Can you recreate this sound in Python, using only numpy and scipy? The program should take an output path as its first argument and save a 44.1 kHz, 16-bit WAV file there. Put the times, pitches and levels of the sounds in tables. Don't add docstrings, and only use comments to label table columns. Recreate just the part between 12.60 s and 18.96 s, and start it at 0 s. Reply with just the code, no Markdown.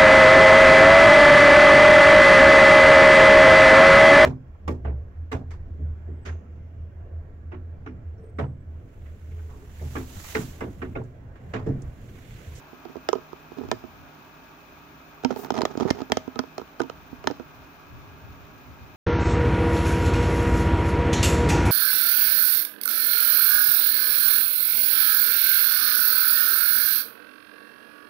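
import sys
import numpy as np
from scipy import signal
from scipy.fft import rfft, irfft
from scipy.io import wavfile
from scipy.ndimage import uniform_filter1d

SR = 44100
rng = np.random.default_rng(int(sys.argv[2]) if len(sys.argv) > 2 else 0)


def dump_mix(stems):
    frames = np.atleast_2d(stems).T
    limited = np.clip(frames, -1, 1)
    pcm = np.round(limited * 32767).astype(np.int16)
    wavfile.write(sys.argv[1], SR, pcm)


N = 280476
TIME = np.arange(N) / SR


def gain(db):
    return 10 ** (np.asarray(db) / 20)


def evened(x):
    return x / np.sqrt(np.mean(x ** 2) + 1e-20)


def sized(x):
    return evened(x) * np.sqrt(SR / 100 / x.shape[-1])


def read(points, hz, axis=1):
    points = np.asarray(points)
    return np.interp(np.log(hz + 1), np.log(points[:, 0] + 1), points[:, axis])


def tinted(x, points):
    size = x.shape[-1]
    hz = np.fft.rfftfreq(size, 1 / SR)
    db = np.squeeze([read(points, hz, axis=k) for k in range(1, len(points[0]))])
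    return irfft(rfft(x) * gain(db), size)


def swell(rows):
    times, db = np.transpose(rows)
    curve_db = np.interp(TIME, times, db, left=-120, right=-120)
    return uniform_filter1d(gain(curve_db), size=300)


def alike(a, b, likeness):
    c = np.clip(likeness, -1, 1)
    return np.array([a, c * a + np.sqrt(1 - c * c) * b])


def pair(likeness, size=N):
    a, b = rng.standard_normal((2, size))
    return alike(a, b, likeness)


def drift(hz):
    noise = rfft(rng.standard_normal(N))
    smoothing = np.exp(-(np.fft.rfftfreq(N, 1 / SR) / hz) ** 2)
    return evened(irfft(noise * smoothing, N))


def add(mix, s, sound):
    part = mix[:, max(round(s * SR), 0):][:, :sound.shape[1]]
    part += sound[:, :part.shape[1]]


# (time [s], force [dB], sharpness: snap over force [dB],
# depth: push into the mount over force [dB], ring length [factor; a tight grip damps])
KNOCK_EVENTS = [(0.13, -40.5, -28, -2, 1), (0.252, -32, -23, -7.5, 1.8), (0.295, -39.5, -34, 2, 1.2),
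                (0.355, -30.5, -28, -18, 0.48), (0.367, -32, -24, -3, 0.76),
                (0.4881, -17, -10.5, -22, 0.83), (0.5298, -13.5, -22, -22, 0.73),
                (0.553, -22.5, -28.5, -9.5, 1.3), (0.583, -38.5, -23, -4, 0.6),
                (0.73, -31.5, -23, -22, 0.41), (0.917, -36.5, -31, -8, 0.65), (0.985, -33.5, -23, 5.5, 1.6),
                (1.008, -32, -43, 2, 1.1), (1.087, -41, -12, 5, .58), (1.1146, -22, -3.5, -6.5, 0.84),
                (1.124, -23.5, -28, -4.5, 1.2), (1.238, -33.5, -26, 0, 1.3), (2.6359, -29, -21, -4, 1.3),
                (2.648, -19.5, -8.5, 6.5, 1.47), (2.7056, -22, -21.5, -10, 0.77),
                (2.7105, -35.5, -7.5, 13.5, 2), (2.761, -27.5, -19, -9, 1), (2.847, -31.5, -13, -3, 1.5),
                (2.9046, -19, -11, -9.5, 0.62), (2.9202, -34.5, -11, 9.5, 0.53),
                (2.9411, -28, -14, -14, 1.3), (2.9785, -28.5, -7.5, 8.5, 1.4),
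                (2.9877, -23.5, -16, 0.5, 2.6), (3.0081, -21.5, -17.5, -13, 0.53),
                (3.0177, -23.5, -7, -14, 0.58), (3.032, -26, -30, 3.5, 0.36),
                (3.0526, -21, -5.5, -28, 0.47), (3.152, -30, -32, -4, 0.47), (3.174, -29, -13.5, 6.5, 0.45),
                (3.1997, -28.5, -16, -3, 0.62), (3.207, -22, -17.5, 0.5, 0.72),
                (3.22, -24.5, -28, 5.5, 0.87), (3.251, -18.5, -39, -2, 1.1), (3.257, -23, -43, 6.5, 0.46),
                (3.304, -37.5, 10, 1, 0.64), (3.3077, -21, -7.5, 5.5, 0.21),
                (3.4175, -30.5, -14, 6.5, 0.78), (3.4989, -29, -21, 0, 3), (3.5198, -20.5, -0.5, 1.5, 0.64),
                (3.5704, -20.5, -9.5, -4, 0.53), (3.677, -31, -25.5, 4.5, 0.71),
                (3.7576, -30, -17, -0.5, 2.3), (3.791, -23, -6, 3.5, 1.1), (3.837, -35.5, -19, -5, .8),
                (3.9806, -27, -11.5, -13, .68), (3.996, -34, -18, -8, 0.59), (4.0148, -33.5, -21, -8, 0.75),
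                (4.1963, -31.5, -15, -12, 0.97), (4.202, -15.5, -22.5, -10, 1.3),
                (4.217, -34.5, -3.5, 8, .82), (4.235, -35, -18, 5.5, 2.2), (4.298, -31.5, -11, -10, 0.45),
                (4.528, -42.5, -28, 11, 0.78), (4.641, -32, -16.5, -17, 1.2), (4.659, -43, -26, 6, 1.1),
                (4.6722, -20.5, -3, -2.5, 0.81), (4.701, -27.5, -21, 1.5, 1.1),
                (4.711, -30.5, -14.5, 5, 0.91), (4.7969, -31.5, -26, 0, 1.5)]
# (frequency [Hz], relative level [dB], time to fade 60 dB at ring length 1 [s], left minus right [dB])
THUMP_MODES = [(154, 0, 0.025, -27)]
MOUNT_MODES = [(257.2, 0, 0.05, -51)]
HOLLOW_MODES = [(357.5, -4, 0.058, -40), (451, 2, 0.028, -24)]
SHELL_MODES = [(626, 4, 0.031, -21), (783, 2, 0.024, -21), (969, 1, 0.036, -18.5),
               (1273, -3.5, 0.045, -28.5), (1395, -2, 0.017, -14)]
SHELL_DB, SHELL_PER_SHARP = 2.5, 0.38
HOLLOW_DB, HOLLOW_PER_SHARP = -3, -0.093
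SHELL_TILT_DB, TILT_PER_SHARP = 2.5, 0.18
THUMP_DB, THUMP_PER_DEPTH = -10.5, 0.75


def knocks():
    out = np.zeros((2, N))
    t = np.arange(2 ** 13) / SR
    for s, force_db, sharp_db, depth_db, length in KNOCK_EVENTS:
        shell_db = force_db + SHELL_DB + SHELL_PER_SHARP * sharp_db
        hollow_db = force_db + HOLLOW_DB + HOLLOW_PER_SHARP * sharp_db
        thump_db = force_db + THUMP_DB + THUMP_PER_DEPTH * depth_db
        tilt_db = SHELL_TILT_DB + TILT_PER_SHARP * sharp_db
        add(out, s, gain(force_db + sharp_db) * snap(t))
        shell = ring(SHELL_MODES, t, rise=0.00039, detune=0.028, length=length, tilt_db=tilt_db)
        add(out, s + 0.00013, gain(shell_db) * shell)
        hollow = ring(HOLLOW_MODES, t, rise=0.0017, detune=0.04, length=length)
        add(out, s + 0.00092, gain(hollow_db) * hollow)
        mount = ring(MOUNT_MODES, t, rise=0.005, detune=0.029, length=length)
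        add(out, s + 0.00056, gain(force_db + depth_db) * mount)
        thump = ring(THUMP_MODES, t, rise=0.0013, detune=0.17, length=length)
        add(out, s + 0.00013, gain(thump_db) * thump)
    return out


# (frequency [Hz], relative left level [dB], relative right level [dB])
SNAP_COLOUR = [(150, -25, -33), (503, 3, -27), (990, 17, -7), (1810, 5.5, 11.5), (2220, -3, 4.5),
               (2960, 4.5, 3), (4160, 1.5, 3.5), (5530, 4, -5), (6610, 2, -3.5), (8030, -14.5, -20),
               (11000, -20, -20.5), (13300, -29, -32), (14900, -13, -16), (16800, -38, -37)]
# (frequency [Hz], relative level [dB], time to fade 60 dB [s], left minus right [dB])
CASING_MODES = [(3225, 6, 0.036, -10.5), (3900, 9, 0.011, -7), (5220, 9.5, 0.02, -2.5),
                (6410, -21, 0.039, 5)]


def snap(t, decay=0.0014, rattle_db=-19, rattle_decay=0.0072, casing_db=-9, uneven_db=3):
    noise = pair(0.03, len(t))
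    attack = 1 - np.exp(-t / 0.00012)
    fading = np.exp(-t / decay) + gain(rattle_db) * np.exp(-t / rattle_decay)
    burst = tinted(noise * attack * fading, SNAP_COLOUR)
    fade_out = np.clip((t[-1] - t) / (t[-1] / 2), 0, 1)
    crack = sized(mottled(burst, depth_db=uneven_db) * fade_out)
    ping = np.array([ring(CASING_MODES, t, rise=0.00022, detune=0.012)[side] for side in range(2)])
    return crack + gain(casing_db) * ping


def mottled(x, depth_db):
    hz = np.geomspace(600, 16000, num=22)
    return tinted(x, np.column_stack([hz, depth_db * rng.standard_normal(len(hz))]))


def ring(modes, t, rise, detune, length=1, tilt_db=None):
    hz, db, t60, side_db = np.transpose(modes)[:, :, None]
    if tilt_db is not None:
        db = db + tilt_db * np.log2(hz / hz[0])
    pitch, weight = rng.standard_normal((2, len(modes), 1))
    sign = (-1.) ** np.arange(1, len(modes) + 1)[:, None]
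    decay_db = 60 * t / (t60 * max(length, .2))
    fading = gain(db + 4.4 * weight - decay_db) * (1 - np.exp(-t / rise))
    waves = sign * fading * np.sin(2 * np.pi * hz * (1 + detune * pitch) * t)
    left = (waves * gain(side_db)).sum(0)
    right = waves.sum(0)
    left_share = np.linalg.norm(left) / np.linalg.norm(right)
    return np.array([sized(left) * left_share, sized(right)])


# (start time [s], length before dying away [s], groan level [dB], harshness: scrape over groan [dB])
RUB_STROKES = [(0.965, 0.087, -35.5, -13), (2.69, 0.033, -28.5, -8), (2.764, 0.031, -32.5, -7.5),
               (2.825, 0.055, -38.5, -6.5), (2.935, 0.053, -30.5, -0.5), (3.01, 0.027, -41, -5),
               (3.053, 0.069, -35, -6), (3.18, 0.044, -29.5, -1), (3.253, 0.023, -26.5, -12),
               (3.274, 0.014, -40.5, 4.5), (3.345, 0.017, -30, -8), (3.382, 0.024, -30.5, -5)]
# (frequency [Hz], relative level [dB])
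GROAN_COLOUR = [(30, -32), (100, -5), (190, 7), (255, 13.5), (320, 3.5), (410, 17.5), (530, -7.5),
                (800, -15), (2000, -48.5)]
SCRAPE_COLOUR = [(200, -27), (450, -13), (640, 4.5), (850, 8.5), (1100, -1), (1300, 2.5), (1520, -9.5),
                 (1800, -19), (2500, -17), (5000, -58.5)]
# (frequency [Hz], left minus right [dB])
BODY_SIDE = [(50, 2), (200, -29), (400, -35), (700, -14), (1300, -29), (2500, 0)]


def rubbing(slips_per_s=280, groan_db=0, scrape_db=0, grit_db=-11, lumpy_db=1.0):
    jolts = (rng.random(N) < slips_per_s / SR) * rng.uniform(-1, 1, N)
    rough = evened(jolts) + 0.34 * rng.standard_normal(N)
    drive = evened(rough * gain(lumpy_db * drift(30)))
    pressure = sum(gain(db) * stroke(s, length) for s, length, db, harsh_db in RUB_STROKES)
    bite = sum(gain(db + harsh_db) * stroke(s, length) for s, length, db, harsh_db in RUB_STROKES)
    groan = evened(tinted(drive, GROAN_COLOUR)) * pressure
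    scrape = evened(tinted(drive, SCRAPE_COLOUR)) * bite
    body = gain(groan_db) * groan + gain(scrape_db) * scrape
    smoothed_power = signal.lfilter([1], [1, -np.exp(-1 / (0.0021 * SR))], drive ** 2)
    chatter = np.sqrt(abs(smoothed_power))
    grit = evened(tinted(pair(0.12) * chatter, SNAP_COLOUR)) * bite
    return np.array([tinted(body, BODY_SIDE), body]) + gain(grit_db) * grit


RUB_ATTACK_S, RUB_RELEASE_S = 0.011, 0.017


def stroke(start, length):
    t = TIME - start
    return np.clip(t / RUB_ATTACK_S, 0, 1) * np.exp(-np.maximum(t - length, 0) / RUB_RELEASE_S)


# (frequency [Hz], gain [dB], time to fade 60 dB [s])
METAL_MODES = [(261.4, -14.5, 0.34), (634, -12.5, 0.39), (1235, -9.5, 0.12), (1763, -2.5, 0.076),
               (2106, -3.5, 0.13), (3010, -2, 0.14)]


def afterring(x, left_db=-6):
    t = np.arange(SR // 2) / SR
    hz, db, t60 = np.transpose(METAL_MODES)[:, :, None]
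    fading = gain(-60 * t / t60)
    strength = 2 * gain(db) * fading / fading.sum(1, keepdims=True)
    response = (strength * np.cos(2 * np.pi * hz * t)).sum(0)
    return signal.fftconvolve(x[1], response)[:N] * gain([[left_db], [0]])


def room(x, wet_db=-21, t60=0.38):
    t = np.arange(SR // 2) / SR
    tail = rng.standard_normal((2, len(t))) * gain(-60 * t / t60) * (1 - np.exp(-t / 0.0013))
    airborne = tinted(x.mean(0), [(100, 14.6), (400, 1.3), (1500, 2.2), (6000, 5.2), (12000, 2)])
    echo = signal.fftconvolve(airborne[None], tail / np.linalg.norm(tail[0]), axes=1)
    return gain(wet_db) * echo[:, :N]


# (time [s], left level [dB])
BRUSH_LEVEL = [(2.74, -69), (2.765, -52), (2.79, -46), (2.845, -48), (2.865, -55), (2.88, -73)]
# (frequency [Hz], relative level [dB])
BRUSH_TINT = [(1000, -28), (3000, -14), (6000, -4), (8000, -10), (13000, -12), (15000, 6), (15800, -3),
              (16500, -25)]


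def brush():
    return evened(tinted(pair(0.16), BRUSH_TINT)) * swell(BRUSH_LEVEL) * gain([[0], [-9]])


# (time [s], level before the overall trim [dB])
RUMBLE_SPELLS = [
    [(.9, -64), (1.05, -47.5), (1.5, -54.5)],
    [(4.3, -52), (4.92, -51.5), (5.15, -63), (5.33, -41), (5.5, -52.5), (5.7, -40), (5.86, -48),
     (6.0, -49.5), (6.36, -43.5)],
]
# (frequency [Hz], relative level [dB])
RUMBLE_TINT = [(20, -12), (45, -2), (70, 1.5), (115, 2), (170, -9), (300, -14), (800, -72)]


def rumble(level_db=-1, lumpy_db=3):
    low_noise = tinted(pair(0.1), RUMBLE_TINT)
    lumpy = evened(low_noise * gain(lumpy_db * drift(7.5)))
    return gain(level_db) * lumpy * sum(swell(rows) for rows in RUMBLE_SPELLS)


# (frequency [Hz], relative left level [dB], relative right level [dB])
WASH_COLOUR = [(18, 2, -7), (60, 3.5, 5), (130, -2.5, -5.5), (195, -2, 1.5), (260, 1, -1.5), (317, 0, -2),
               (392, 1.5, -1.5), (470, -9, -4.5), (694, -4, 0.5), (1300, -3, -1.5), (1420, -2, -0.5),
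               (1900, -9.5, -11.5), (2455, -4.5, -14), (4440, -36, -45)]
# (frequency [Hz], correlation [clipped to -1..1])
WASH_MATCH = [(60, 0.26), (130, 0.99), (290, 0.71), (640, 0.5), (1410, -0.12), (3100, 0.036), (6820, 0.073),
              (15000, -1.1)]
# (centre frequency [Hz], middle level of the two sides [dB], left minus right [dB])
HUM_TONES = [(152.6, -61, -3), (257.7, -63.5, -2), (291.8, -63.5, -8), (410, -68.5, -2), (631, -67.5, 4),
             (913, -67.5, 1), (1125, -74.5, 2), (1162, -70, -13.5), (1270, -67, 0), (1600, -71, -1),
             (1650, -71, 12), (2444, -70.5, 1), (2555, -68.5, 1)]
WASH_DB = -50


def fan(waver_hz=3.695, flutter=0.34):
    a, b = rfft(rng.standard_normal((2, N)))
    likeness = read(WASH_MATCH, np.fft.rfftfreq(N, 1 / SR))
    air = irfft(alike(a, b, likeness), N)
    out = gain(WASH_DB) * evened(tinted(air, WASH_COLOUR))
    for tone_hz, db, side_db in HUM_TONES:
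        turns = np.cumsum(tone_hz + waver_hz * drift(12.4)) / SR + rng.uniform(0, 0.13, (2, 1))
        tone = evened(np.sin(2 * np.pi * turns) * (1 + flutter * drift(12.0)))
        out += gain([[db + side_db / 2], [db - side_db / 2]]) * tone
    return out


# (frequency [Hz], relative left level [dB], relative right level [dB])
HISS_COLOUR = [(1490, -18, -20), (2830, 5, 5), (3740, 7, 1), (4730, 2, -3.5), (5700, 2.5, -3), (6270, 0, 0),
               (7230, -6, -6.5), (8270, -22, -19), (8900, -16, -10.5), (10000, -19, -13.5),
               (12800, -28, -4.5), (14000, -21, -19), (14240, -13, 5), (15230, -1, 11.5), (15740, -35, -12),
               (17000, -50, -50)]


def hiss(level_db=-60.0, flicker_db=0.83):
    flicker = gain(flicker_db * drift(90))
    return gain(level_db) * evened(tinted(pair(0.043), HISS_COLOUR) * flicker)


def scene(handling_cut_hz=70):
    handling_low_cut = signal.butter(2, handling_cut_hz, "highpass", fs=SR, output="sos")
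    handling = signal.sosfilt(handling_low_cut, knocks() + rubbing())
    handled = handling + afterring(handling) + room(handling)
    return handled + brush() + rumble() + fan() + hiss()


EDGE_HZ = 16750


def record(dry, low_cut_hz=38):
    low_cut = signal.butter(2, low_cut_hz, "highpass", fs=SR, output="sos")
    thinned = signal.sosfilt(low_cut, dry)
    band_limit = signal.firwin(511, EDGE_HZ, window=("kaiser", 9), fs=SR)
    return signal.oaconvolve(thinned, band_limit[None], "same")


dry = scene()
out = record(dry)
dump_mix(out)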